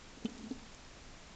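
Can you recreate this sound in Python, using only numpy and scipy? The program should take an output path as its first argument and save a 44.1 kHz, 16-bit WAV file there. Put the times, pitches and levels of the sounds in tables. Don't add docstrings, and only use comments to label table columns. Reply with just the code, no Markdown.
import sys
import numpy as np
from scipy.fft import rfft, irfft, next_fast_len
from scipy.io import wavfile

SR = 44100
rng = np.random.default_rng(int(sys.argv[2]) if len(sys.argv) > 2 else 0)


def unload_wav(signal):
    wavfile.write(
        sys.argv[1],
        SR,
        np.round(np.clip(np.atleast_2d(signal).T, -1, 1) * 32767).astype(np.int16),
    )


N = 59535

# pitch_hz, level_db
HISS_TONE = [(20, 5.5), (60, 13), (130, 10), (260, 9), (400, 5), (600, 4.5), (800, 3.5), (1300, 1.5),
             (2500, -0.5), (5000, -3.5), (7400, -4.5), (9000, -7.5)]
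# pitch_hz, level_db
RUMBLE_TONE = [(5, -20), (15, -7), (22, 1.5), (30, -15), (45, -7.5), (70, -14), (110, -44), (300, -71.5)]
# start_s, level_db, pitch_hz
CRUMB_SNAPS = [(.2480, -50.5, 6100), (0.2951, -49, 7100), (0.494, -55.5, 4850), (0.4967, -53, 6800),
               (.512, -46, 3880), (0.747, -48, 6960), (.849, -53, 5000)]
# time_s, level_db
SCRAMBLE_LEVELS = [(.12, -83), (.2, -66), (.29, -52), (.34, -55), (.39, -50.5), (.47, -52.5), (.57, -58),
                   (.66, -61), (.73, -77)]
# pitch_hz, level_db
DRUMMING_TONE = [(60, -39), (160, -19), (218, 2), (275, -2.5), (335, -20.5), (430, -18), (560, -29),
                 (850, -27.5), (2000, -51)]
# pitch_hz, level_db
GRAIN_TONE = [(1500, -27.5), (3500, -0.5), (7000, -2), (9000, -9), (11000, -41.5)]
# pitch_hz, level_db
SOIL_TONE = [(300, -2.5), (900, -14), (2000, -10), (6000, -12), (8000, -9)]
# start_s, level_db, pitch_hz, fade_s, overtone_boost_db
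FOOTFALLS = [(0.169, -31.5, 266, 0.037, 0), (0.221, -43.5, 215, 0.046, 14),
             (.247, -15.5, 227.8, 0.055, -1.5), (0.28, -35, 268, 0.059, -1), (0.311, -48.5, 208, 0.14, -6),
             (0.364, -40, 249, 0.083, -1), (0.392, -41, 236, 0.069, -7.5), (.432, -34.5, 217, 0.11, -8),
             (.460, -41.5, 223.6, 0.14, -7), (0.5064, -20.5, 261.7, 0.063, -2.5),
             (0.547, -41.5, 230, 0.11, 0), (0.656, -49, 250, 0.034, 4)]
# pitch_hz, level_db, share_of_fade_time
FLOOR_OVERTONES = [(435.3, -11.5, 1), (585, -25.5, 0.88), (739, -24.5, 1), (842, -25, 0.97)]
# start_s, level_db
BITE_TICKS = [(.2549, -38.5), (0.259, -44.5)]
# pitch_hz, level_db, fade_s
BITE_NOTES = [(1202, -16.5, 0.047), (1443, -13.5, 0.056), (2350, -15, .025), (2570, -4, 0.02),
              (2810, -3.5, 0.02), (3060, -2, 0.041), (3470, -7, 0.03), (3690, -14.5, 0.028)]
# pitch_hz, level_db
CRUNCH_TONE = [(300, -8.5), (1800, -12), (2800, -7), (3600, 4), (4600, -12), (6300, -14), (8000, -8)]
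# pitch_hz, level_db
TREBLE_CUT = [(7300, 0), (7650, -4.5), (7950, -15), (8400, -13), (8800, -24.5)]


def amp(db):
    return 10 ** (np.asarray(db) / 20)


def unit(x):
    return x / np.sqrt(np.mean(x ** 2) + 1e-20)


def colour(x, tone):
    size = next_fast_len(len(x) + 8192)
    hz, db = np.transpose(tone)
    pitches = np.fft.rfftfreq(size, 1 / SR)
    gain = amp(np.interp(np.log(pitches + 1), np.log(hz + 1), db))
    return irfft(rfft(x, size) * gain, size)[:len(x)]


def low_pass(x, top_hz=8904):
    size = next_fast_len(2 * N)
    passes = np.fft.rfftfreq(size, 1 / SR) < top_hz
    return irfft(rfft(x, size) * passes, size)[:N]


def noise(tone):
    return unit(colour(rng.standard_normal(N), tone))


def since(start_s):
    return np.maximum(np.arange(N) / SR - start_s, 0)


def fade(t, fade_s):
    return (t > 0) * np.exp(-np.log(1000) * t / fade_s)


def background(hiss_db=-55.5, rumble_db=-58, whine_db=-83, whine_hz=5357):
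    whine = unit(np.sin(2 * np.pi * whine_hz * since(0)))
    hiss = unit(low_pass(noise(HISS_TONE)))
    return amp(hiss_db) * hiss + amp(rumble_db) * noise(RUMBLE_TONE) + amp(whine_db) * whine


def crumbs(width_octaves=0.33):
    out = np.zeros(N)
    width = 2 ** width_octaves
    for start_s, db, hz in CRUMB_SNAPS:
        tone = [(hz / width ** 4, -30), (hz / width, -6), (hz, 0),
                (hz * width, -10), (hz * width ** 2, -30)]
        out += amp(db) * noise(tone) * fade(since(start_s), fade_s=0.013)
    return out


def scrambling_legs(steps_per_s=1500, grains_per_s=120, rustle_db=-11.5, crackle_db=-15.5):
    times_s, levels_db = np.transpose(SCRAMBLE_LEVELS)
    swell = amp(np.interp(since(0), times_s, levels_db))
    steps = (rng.random(N) < steps_per_s / SR) * rng.uniform(-1.18, 1, N)
    grains = (rng.random(N) < grains_per_s / SR) * rng.uniform(-1.2, 1, N)
    drumming = unit(colour(steps, DRUMMING_TONE))
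    rustle = amp(rustle_db) * unit(colour(steps, SOIL_TONE))
    crackle = amp(crackle_db) * unit(colour(grains, GRAIN_TONE))
    return swell * (drumming + rustle + crackle)


def floor_thuds(press_s=0.0068, soil_db=-32.5):
    out = np.zeros(N)
    for start_s, db, pitch_hz, fade_s, boost_db in FOOTFALLS:
        t = since(start_s)
        press = 1 - np.exp(-(t / press_s) ** 1.49)
        ring = np.sin(2 * np.pi * pitch_hz * t) * fade(t, fade_s)
        for hz, note_db, share in FLOOR_OVERTONES:
            ring += amp(note_db + boost_db) * np.sin(2 * np.pi * hz * t) * fade(t, fade_s * share)
        soil = amp(soil_db) * noise(SOIL_TONE) * fade(t, fade_s=0.021)
        out += amp(db) * (press * ring + soil)
    return out


def bite(rise_s=0.00034, crunch_db=1):
    out = np.zeros(N)
    for start_s, db in BITE_TICKS:
        t = since(start_s)
        rise = 1 - np.exp(-t / rise_s)
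        ring = sum(amp(note_db) * np.sin(2 * np.pi * (hz * t + rng.random())) * fade(t, fade_s)
                   for hz, note_db, fade_s in BITE_NOTES)
        crunch = amp(crunch_db) * noise(CRUNCH_TONE) * fade(t, fade_s=0.019)
        out += amp(db) * rise * (ring + crunch)
    return out


def scene():
    return (floor_thuds() + bite() + crumbs() + scrambling_legs() + background())[None]


def record(dry):
    return low_pass(colour(dry[0], TREBLE_CUT))[None]


dry = scene()
out = record(dry)
unload_wav(out)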